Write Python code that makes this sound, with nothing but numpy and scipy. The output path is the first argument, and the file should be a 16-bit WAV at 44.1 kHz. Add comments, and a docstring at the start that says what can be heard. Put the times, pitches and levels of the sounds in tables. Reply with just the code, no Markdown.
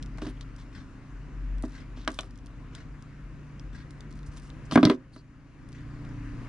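"""Street roar, an idling engine and a deep throb come from outside: shaped noise, firing harmonics, a wavering sine.
Close by, hands strip and cut thin wires with pliers over a plastic casing on a wooden bench: noise ticks and scrapes.
The pliers snap twice, then are dropped and bounce: noise cracks that ring damped modes of casing and board.
A wall clock steps once a second in rough ringing contacts; late, a faint trill of short high pulses sets in.
A small stereo camera hears it close up; its gain ducks on peaks, as at the drop, and creeps back."""
import sys
import numpy as np
from scipy import signal
from scipy.fft import rfft, irfft, next_fast_len
from scipy.io import wavfile
from scipy.ndimage import uniform_filter1d, minimum_filter1d, map_coordinates

SR = 44100
rng = np.random.default_rng(int(sys.argv[2]) if len(sys.argv) > 2 else 0)


def voltage_ratio(level):
    """Linear amplitude factor for a level in decibels (scalar or array-like)."""
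    return 10 ** (np.asarray(level, float) / 20)


def materialize(psi):
    """Save the field psi as 16-bit PCM at rate SR to the path in sys.argv[1].

    A 1-D psi becomes a single channel; in a 2-D psi each row is a channel.
    """
    bounded = np.clip(np.atleast_2d(psi).T, -1, 1)
    quanta = np.round(bounded * 32767).astype(np.int16)
    wavfile.write(sys.argv[1], SR, quanta)


N = 285768
TIME = np.arange(N) / SR


def unit(x):
    """Scaled to rms 1."""
    return x / np.sqrt(np.mean(x ** 2) + 1e-20)


def along(points, hz):
    """Interpolates (Hz, value) points on a log axis."""
    f, v = np.transpose(points)
    return np.interp(np.log(hz + 1), np.log(f + 1), v)


def curves(rows):
    """One value per sample for each column after the time."""
    s, *cols = np.transpose(rows)
    return [np.interp(TIME, s, c) for c in cols]


def wobble(knots_per_s):
    """A smooth random curve."""
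    knots = rng.standard_normal(int(N * knots_per_s / SR) + 4)
    return map_coordinates(knots, [TIME * knots_per_s])


def filtered(x, response):
    """x through a complex response of frequency."""
    m = next_fast_len(2 * x.shape[-1])
    return irfft(rfft(x, m) * response(np.fft.rfftfreq(m, 1 / SR)), m)[..., :x.shape[-1]]


def band(x, centre_hz, octaves):
    """Noise kept around a centre, bell-shaped on a log axis, rms 1."""
    def bell(hz):
        return np.exp(-.5 * (np.log2((hz + 1) / centre_hz) / octaves) ** 2)
    return unit(filtered(x, bell))


def pair(mid, side, width):
    """Left and right from a shared part and a part that differs."""
    return np.array([mid + width * side, mid - width * side])


def add(track, start_s, sound):
    """Mixes a sound into the track in place."""
    part = track[..., round(start_s * SR):][..., :sound.shape[-1]]
    part += sound[..., :part.shape[-1]]


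def click(centre_hz, octaves, t60_s, tail_db, tail_t60_s):
    """A burst of coloured noise, gone at once but for a fainter rattle."""
    t = TIME[:SR // 12]
    decay = voltage_ratio(-60 * t / t60_s) + voltage_ratio(tail_db - 60 * t / tail_t60_s)
    fade = decay * (1 - np.exp(-t / 0.00023))
    mid, side = band(rng.standard_normal((2, len(t))), centre_hz, octaves) * fade
    return pair(mid, side, width=0.24)


def ring(modes, weights, attack_s):
    """Damped modes set off together."""
    t = TIME[:SR // 3]
    tones = [w * voltage_ratio(db - 60 * t / t60_s) * np.sin(2 * np.pi * hz * t)
             for w, (hz, db, t60_s) in zip(weights, modes)]
    return sum(tones) * (1 - np.exp(-t / attack_s))


def chatter(sound, t60_s):
    """A rough contact is many tiny pushes in a row, not one."""
    t = TIME[:SR // 25]
    pushes = rng.standard_normal(len(t)) * voltage_ratio(-60 * t / t60_s)
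    return signal.fftconvolve(sound, pushes / np.linalg.norm(pushes))


# Spectrum of the traffic. Each row: frequency in Hz, level in dB.
ROAR = [(15, -39), (25, -23.5), (56, -5.5), (85, -6.5), (141, -8.5), (303, -10.5), (391, -20), (840, -28),
        (1000, -23), (1590, -24), (2800, -32), (3300, -39.5), (7200, -42), (7900, -47), (11000, -45.5),
        (14300, -99)]
# Left-right likeness of the traffic. Each row: frequency in Hz, likeness from 0 to 1.
ALIKE = [(60, 0.34), (170, 0.97), (480, 0.83), (1360, 0.73), (3870, 0.64), (11000, 0.04)]
# Stereo lean of the traffic. Each row: frequency in Hz, left over right in dB.
LEAN = [(60, 1), (170, 2.5), (480, -0.5), (1360, 3), (3870, 4.5), (11000, -1.5)]


def roar():
    """Far traffic: shaped noise with slow patches in time and frequency, wider where the ports differ; rms 1."""
    z = signal.stft(rng.standard_normal((2, N)), nperseg=512)[2]
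    field = uniform_filter1d(rng.standard_normal(z.shape[1:]), size=6, axis=0)
    field = uniform_filter1d(field, size=14, axis=1)
    patchy = signal.istft(z * voltage_ratio(1.25 * unit(field)), nperseg=512)[1][:, :N]

    def mid_side(hz):
        turn = np.arccos(np.clip(along(ALIKE, hz), 0, 1)) / 2
        return voltage_ratio(along(ROAR, hz)) * [np.cos(turn), np.sin(turn)]
    mid, side = filtered(patchy, mid_side)
    stereo = pair(mid, side, width=1.0)
    return unit(filtered(stereo, lambda hz: voltage_ratio(np.outer([.5, -.5], along(LEAN, hz)))))


# Engine harmonics. Each row: multiple of the firing rate, level in dB, share of the boom's swell.
ORDERS = [(1, -12, 0.82), (2, -6.5, 0.24), (3, -26, 1), (4, -9, 0.9), (5, -1, 0.11), (7, -16.5, 0.12),
          (9, -12, 0.72), (10, -16, 0.92), (13, -36, 0.61)]


def engine(firing_hz, engine_db, boom_db):
    """Harmonics of an unsteady firing rate, each wavering and swelling by its share of the boom."""
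    phase = 2 * np.pi * np.cumsum(firing_hz * (1 + 0.0048 * wobble(5.5))) / SR
    out = np.zeros(N)
    for k, db, share in ORDERS:
        level_db = engine_db + db + share * boom_db + 1.1 * wobble(4.5)
        out += np.sqrt(2) * voltage_ratio(level_db) * np.sin(k * phase + rng.uniform(0, 2 * np.pi))
    return out


# Course of the throb. Each row: time in seconds, level in dB.
THROB = [(0, -43.5), (.25, -43), (.7, -50), (.82, -68), (.94, -53), (1.05, -69), (1.15, -41), (1.3, -49.5),
         (1.39, -37.5), (1.57, -32), (1.8, -53), (1.91, -43.5), (2.72, -49.5), (2.8, -64), (2.91, -44),
         (3.1, -70), (3.26, -42), (3.42, -64), (3.68, -41.5), (3.88, -60), (4.2, -45), (4.6, -53),
         (5.4, -54), (6.1, -56), (6.25, -43), (6.48, -56)]


def throb():
    """A deep wavering sine that comes and goes, 2.4 dB stronger on the left."""
    level_db, = curves(THROB)
    hz = 45.3 + 0.815 * wobble(4.02)
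    tone = np.sqrt(2) * voltage_ratio(level_db) * np.sin(2 * np.pi * np.cumsum(hz) / SR)
    return tone * voltage_ratio([[1.2], [-1.2]])


# Course of the street. Each row: time in seconds, firing rate in Hz, engine level in dB,
# traffic level in dB, swell of the engine's boom in dB.
STREET = [(0, 29, -49.5, -49, 8), (.6, 28.98, -58.5, -50.5, 15.5), (1.5, 28.84, -52.5, -50, 5.5),
          (2.3, 29.14, -60, -50.5, 16), (3.2, 29.16, -50.5, -51, 2.5), (4.4, 29.2, -50, -50, -0.5),
          (5, 29.25, -47, -44.5, 8), (5.5, 29.17, -53.5, -47.5, 12.5), (5.9, 29.2, -44, -45, 7),
          (6.2, 28.9, -52, -46.5, 18.5), (6.48, 29.44, -59.5, -45, 27)]


def street():
    """Traffic roar, engine and throb outside, each following its own level curve."""
    firing_hz, engine_db, roar_db, boom_db = curves(STREET)
    return voltage_ratio(roar_db) * roar() + engine(firing_hz, engine_db, boom_db) + throb()


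# The clearest wire and jaw ticks. Each row: start in seconds, level in dB, centre in Hz.
TICKS = [(0.0261, -35, 4360), (0.032, -42, 4110), (0.0608, -44, 4390), (0.1743, -46, 5340),
         (0.41, -33, 4080), (0.563, -43.5, 5200), (1.6241, -36.5, 7940), (1.6513, -43, 5100),
         (2.049, -44, 4010), (2.104, -35, 4230), (2.117, -33, 6490), (2.1435, -33, 6600),
         (2.2082, -27.5, 5650), (2.232, -45, 4960), (2.3086, -44.5, 5200), (2.358, -52, 5540),
         (2.376, -44, 6300), (2.4608, -42.5, 6100), (2.468, -42, 5210), (2.7506, -30.5, 5170),
         (3.024, -46, 6030), (3.596, -42.5, 4450), (3.907, -39.5, 5590), (4.0066, -39, 4540),
         (4.114, -50, 5770), (4.126, -44, 5950), (4.1904, -46, 4026), (4.3714, -37, 5200),
         (4.502, -42, 3860), (4.724, -29.5, 4100), (5.689, -42, 5890), (5.7199, -44, 6570),
         (5.7284, -40, 4700), (6.05, -45, 3800), (6.091, -47, 3500)]
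# Spells of fiddling full of faint ticks. Each row: start in seconds, end in seconds, number of ticks.
FIDDLING = [(1.57, 1.8, 4), (2.1, 2.45, 3), (4.05, 4.5, 7)]


def ticks():
    """Wire ends and jaws touch: dry, very short clicks, the faint ones scattered through the busy spells."""
    out = np.zeros((2, N))
    faint = []
    for start_s, end_s, count in FIDDLING:
        for _ in range(count):
            s = start_s + (end_s - start_s) * rng.random()
            faint.append((s, -51 + 2 * rng.normal(), 5300 * 2 ** (0.21 * rng.normal())))
    for s, db, hz in TICKS + faint:
        pan_db = 2.5 * rng.normal() * np.array([[.5], [-.5]])
        sound = click(hz, 0.77, t60_s=0.0065, tail_db=-13.5, tail_t60_s=0.021)
        add(out, s, voltage_ratio(db - 2.5 + pan_db) * sound)
    return out


# Fingers, wire and steel sliding, plus one short tick at 0.369 s. Each row: start in seconds, length in
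# seconds, level in dB, # centre in Hz, width in octaves.
SCRAPES = [(0.18, .03, -64, 4000, 1.65), (0.216, .1, -54, 3940, 0.8), (0.241, 0.081, -52, 1070, 0.85),
           (0.29, 0.026, -60.5, 9700, 0.19), (0.369, 0.013, -62, 2850, 0.24),
           (0.412, 0.024, -60, 4060, 0.4), (0.581, 0.06, -62, 4160, 0.78), (1.631, 0.038, -57.5, 5970, 1.1),
           (1.684, 0.15, -66, 4800, 0.9), (1.963, 0.092, -59.5, 3700, .7), (2.09, 0.2, -56, 5040, 1.6),
           (2.748, 0.094, -73, 6170, 2.5), (4.151, 0.039, -65, 7050, 0.9), (4.259, 0.037, -60, 7000, 0.68),
           (4.315, 0.076, -66, 6000, .7), (4.365, 0.033, -54, 6020, 4.9), (4.417, 0.09, -62, 6300, 0.73),
           (4.653, 0.018, -61, 6500, 0.38), (4.716, 0.13, -42.5, 3040, 1.2), (4.837, 0.13, -42, 3410, 0.88),
           (5.13, .05, -55, 4400, .12), (5.168, .045, -51, 4500, .12), (5.122, 0.1, -57, 4950, 0.91),
           (5.13, 0.047, -59.5, 9000, 0.091)]


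def scrapes():
    """Sliding contact: grainy noise swelling and fading under each stroke."""
    out = np.zeros((2, N))
    for s, length_s, db, hz, octaves in SCRAPES:
        n = round(length_s * SR)
        grain = uniform_filter1d(rng.standard_normal(n), size=40) * np.sqrt(40)
        grit = rng.standard_normal((2, n)) * voltage_ratio(4.7 * grain)
        stroke = np.sin(np.pi * (np.arange(n) / n) ** 0.46) ** 0.53
        mid, side = band(grit, hz, octaves) * stroke * voltage_ratio(db + 0.5)
        add(out, s, pair(mid, side, width=0.14))
    return out


# Blows that shake the bench. Each row: start in seconds, crack level in dB, bench level in dB,
# crack centre in Hz, favoured board pitch in Hz.
BLOWS = [(0.183, -34, -55, 1560, 300), (.219, -37, -30, 2500, 316), (0.25, -60, -36.5, 3500, 202),
         (0.2661, -44, -34, 3700, 300), (1.636, -43, -29, 1000, 272), (1.9727, -56, -44, 1510, 255),
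         (2.0765, -11.5, -29, 1440, 285), (2.189, -19.5, -45, 3230, 335), (2.2324, -38, -45, 1190, 324),
         (4.283, -70, -38.5, 1500, 72), (4.712, -26.5, -46, 3750, 300), (4.7212, -25, -22.5, 1130, 213),
         (4.7569, -9.5, 0.5, 1880, 266), (4.7745, -30, 2.5, 1830, 240), (4.8298, -13, 1, 3300, 282),
         (4.8516, -2.5, 0, 4070, 140), (4.8695, -38, -5.5, 2470, 300), (4.8983, -10.5, -2, 3480, 329),
         (4.913, -21, -12, 3120, 353), (4.93, -39, -20.5, 2480, 385), (5.162, -30, -35, 1490, 300)]
# Modes of the board. Each row: frequency in Hz, level in dB, t60 in seconds.
BENCH = [(72, 16, 0.047), (133, 4, 0.052), (161, -0.5, 0.11), (182.5, 0, 0.16), (250.7, 2.5, 0.17),
         (272, 2, 0.12), (300, 5, 0.119), (346, -16, 0.2), (385, 4, 0.14), (447, 3.5, .07),
         (550, -3, 0.097)]
# Modes of the casing and the pliers lying on it. Each row: frequency in Hz, level in dB, t60 in seconds.
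CASING = [(530, -21.5, 0.37), (646, 4, 0.077), (700, -1.5, 0.069), (767, 2, .03), (846, 2.5, 0.023),
          (1008, 5, 0.039), (1153, 6, 0.035), (1244, 8.5, 0.02), (1437, 2.5, .025), (1598, -4, 0.064),
          (1860, -13, 0.058), (2043, -8, 0.053), (2130, -15, 0.09), (2570, -43, 0.039),
          (3085, -11.5, 0.016), (3160, -38, 0.02), (3500, -26, 0.075), (3990, -11, 0.022),
          (4430, -7, 0.016)]


def blows():
    """Each blow cracks, rings the casing (harder = brighter) and booms in board modes near its favoured pitch."""
    out = np.zeros((2, N))
    casing_hz, bench_hz = np.transpose(CASING)[0], np.transpose(BENCH)[0]
    for s, crack_db, bench_db, crack_hz, boom_hz in BLOWS:
        crack = click(crack_hz, .34, t60_s=.009, tail_db=-17, tail_t60_s=.06)
        add(out, s, voltage_ratio(crack_db - 0.5) * crack)
        steel_edge = click(1.75 * crack_hz, 1.2, t60_s=0.016, tail_db=-9.5, tail_t60_s=.03)
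        add(out, s, voltage_ratio(crack_db - 13.5) * steel_edge)

        # the casing is rung by the contact or by the shaking board; a deep soft push barely stirs it
        deep_db = 12 * min(np.log2(boom_hz / 240), 0)
        casing_db = max(crack_db - 13, bench_db - 11 + deep_db)
        # a soft contact cannot reach the high modes
        octaves_up = np.log2(casing_hz / crack_hz)
        tilt_db = 1.9 * np.minimum(octaves_up, 0) - 9 * np.maximum(octaves_up, 0)
        scatter_db = rng.normal(0, 3, len(CASING))
        add(out, s, voltage_ratio(casing_db) * ring(CASING, voltage_ratio(tilt_db + scatter_db), attack_s=1.8 / crack_hz))
        # loose parts rattle between the modes
        rattle = click(np.sqrt(450 * crack_hz), 0.94, t60_s=0.033, tail_db=-10, tail_t60_s=0.09)
        add(out, s + 0.00046, voltage_ratio(casing_db - 1) * rattle)

        favour = voltage_ratio(-22 * np.abs(np.log2(bench_hz / boom_hz)))
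        add(out, s + 0.0022, voltage_ratio(bench_db) * ring(BENCH, favour, attack_s=0.0026))
    return out


# Contacts of the gear train within each second. Each row: time in seconds, level in dB.
CLOCK_STEP = [(0.729, -47.5), (0.748, -39.5), (0.759, -49), (0.778, -44), (0.802, -46), (.822, -56)]
# Modes of the clock case. Each row: frequency in Hz, level in dB, t60 in seconds.
CLOCK_CASE = [(1640, 0, .012), (1880, -2, .01), (3400, -8, .006)]


def clock():
    """Once a second the gears step through a few small rough contacts that rasp and ring the clock case."""
    out = np.zeros(N)
    for second in range(6):
        for s, db in CLOCK_STEP:
            knock = ring(CLOCK_CASE, rng.normal(1, .3, len(CLOCK_CASE)), attack_s=0.0003)
            rasp = click(3440, 0.77, t60_s=0.027, tail_db=-38, tail_t60_s=.08)[0]
            add(knock, 0, voltage_ratio(-8.0) * rasp)
            add(out, second + s + rng.normal(0, 0.0012), voltage_ratio(db) * chatter(knock, t60_s=0.12))
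    return out


def trill():
    """A faint high trill, perhaps a cricket: short uneven pulses on one wavering pitch, with one pause."""
    start_s, pulses_per_s, pitch_hz = 5.196, 25.9, 4720
    pause_from_s, pause_to_s = 5.43, 5.85
    stroke = (TIME - start_s) * pulses_per_s
    sounding = (stroke > 0) * ((TIME < pause_from_s) | (TIME > pause_to_s))
    pulses = np.exp(-.5 * ((stroke % 1 - .5) / .065) ** 2) * sounding
    tone = np.sin(2 * np.pi * np.cumsum(pitch_hz + 110 * wobble(250)) / SR)
    return voltage_ratio(-67.5 + 4 * wobble(12)) * pulses * tone


# Decay of the room. Each row: frequency in Hz, t60 in seconds.
ROOM = [(150, 0.14), (1000, 0.17), (4000, 0.08), (10000, 0.045)]


def room(x):
    """A noise tail in which each frequency dies at its own speed, 150 samples after the direct sound."""
    hz, t, z = signal.stft(rng.standard_normal((2, SR // 2)), SR, nperseg=256)
    tail = signal.istft(z * voltage_ratio(-60 * t / along(ROOM, hz)[:, None]), SR, nperseg=256)[1]
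    # the board's boom reaches both ports alike, so it is kept out of the tail
    x = filtered(x, lambda f: (1j * f / (450 + 1j * f)) ** 2)
    return signal.fftconvolve(np.pad(x, (150, 0))[None], tail / np.linalg.norm(tail[0]), axes=1)[:, :N]


# Colour of everything close under the camera. Each row: frequency in Hz, level in dB.
CLOSE = [(40, -11), (110, -0.5), (2500, -3), (3300, 2), (4300, 0), (5500, 0.5), (7400, -2.5), (9500, 1.5),
         (12000, -1.5)]
# Stereo lean of the same. Each row: frequency in Hz, left over right in dB.
CLOSE_LEAN = [(200, -1.7), (2500, 3), (5000, 0.5), (9000, -5.5)]


def scene():
    """Hands close under the camera, the clock across the room, the street outside."""
    def colour(hz):
        return voltage_ratio(along(CLOSE, hz) + np.outer([.5, -.5], along(CLOSE_LEAN, hz)))
    outside = street()
    near = filtered(ticks() + scrapes() + blows(), colour)
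    wall = clock()
    wet = room(voltage_ratio(-13.5) * near.mean(axis=0) + voltage_ratio(-6) * wall)
    return outside + near + wall * voltage_ratio([[2.5], [-2.5]]) + wet + trill()


def low_pass(x):
    """Removes everything above the highest recorded frequency."""
    return signal.sosfilt(signal.butter(12, 11550, fs=SR, output="sos"), x)


# Response of the microphones. Each row: frequency in Hz, level in dB.
MIC = [(20, 3.5), (6000, 0), (9500, -3.5), (11000, -8.5), (12000, -27), (16000, -60)]


def record(dry):
    """The left port hears 35 us late; gain control ducks on peaks, holds, then creeps back; loud peaks round off."""
    def ports(hz):
        lag = np.exp(-2j * np.pi * hz * np.array([[.000035], [0]]))
        return voltage_ratio(along(MIC, hz)) * lag
    x = filtered(dry, ports)
    over_db = 20 * np.log10(np.abs(x).max(axis=0) + 1e-9) + 12  # above a -12 dB threshold
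    hold = round(.3 * SR)
    need_db = minimum_filter1d(-.6 * np.maximum(over_db, 0), hold, origin=(hold - 1) // 2)
    creep_db = 11 * TIME  # recovery of 11 dB a second
    gain_db = creep_db + np.minimum.accumulate(need_db - creep_db)
    x = x * voltage_ratio(uniform_filter1d(gain_db, size=400))
    limited = x / (1 + np.abs(x / 1.7) ** 6) ** (1 / 6)
    return low_pass(limited)


dry = scene()
out = record(dry)
materialize(out)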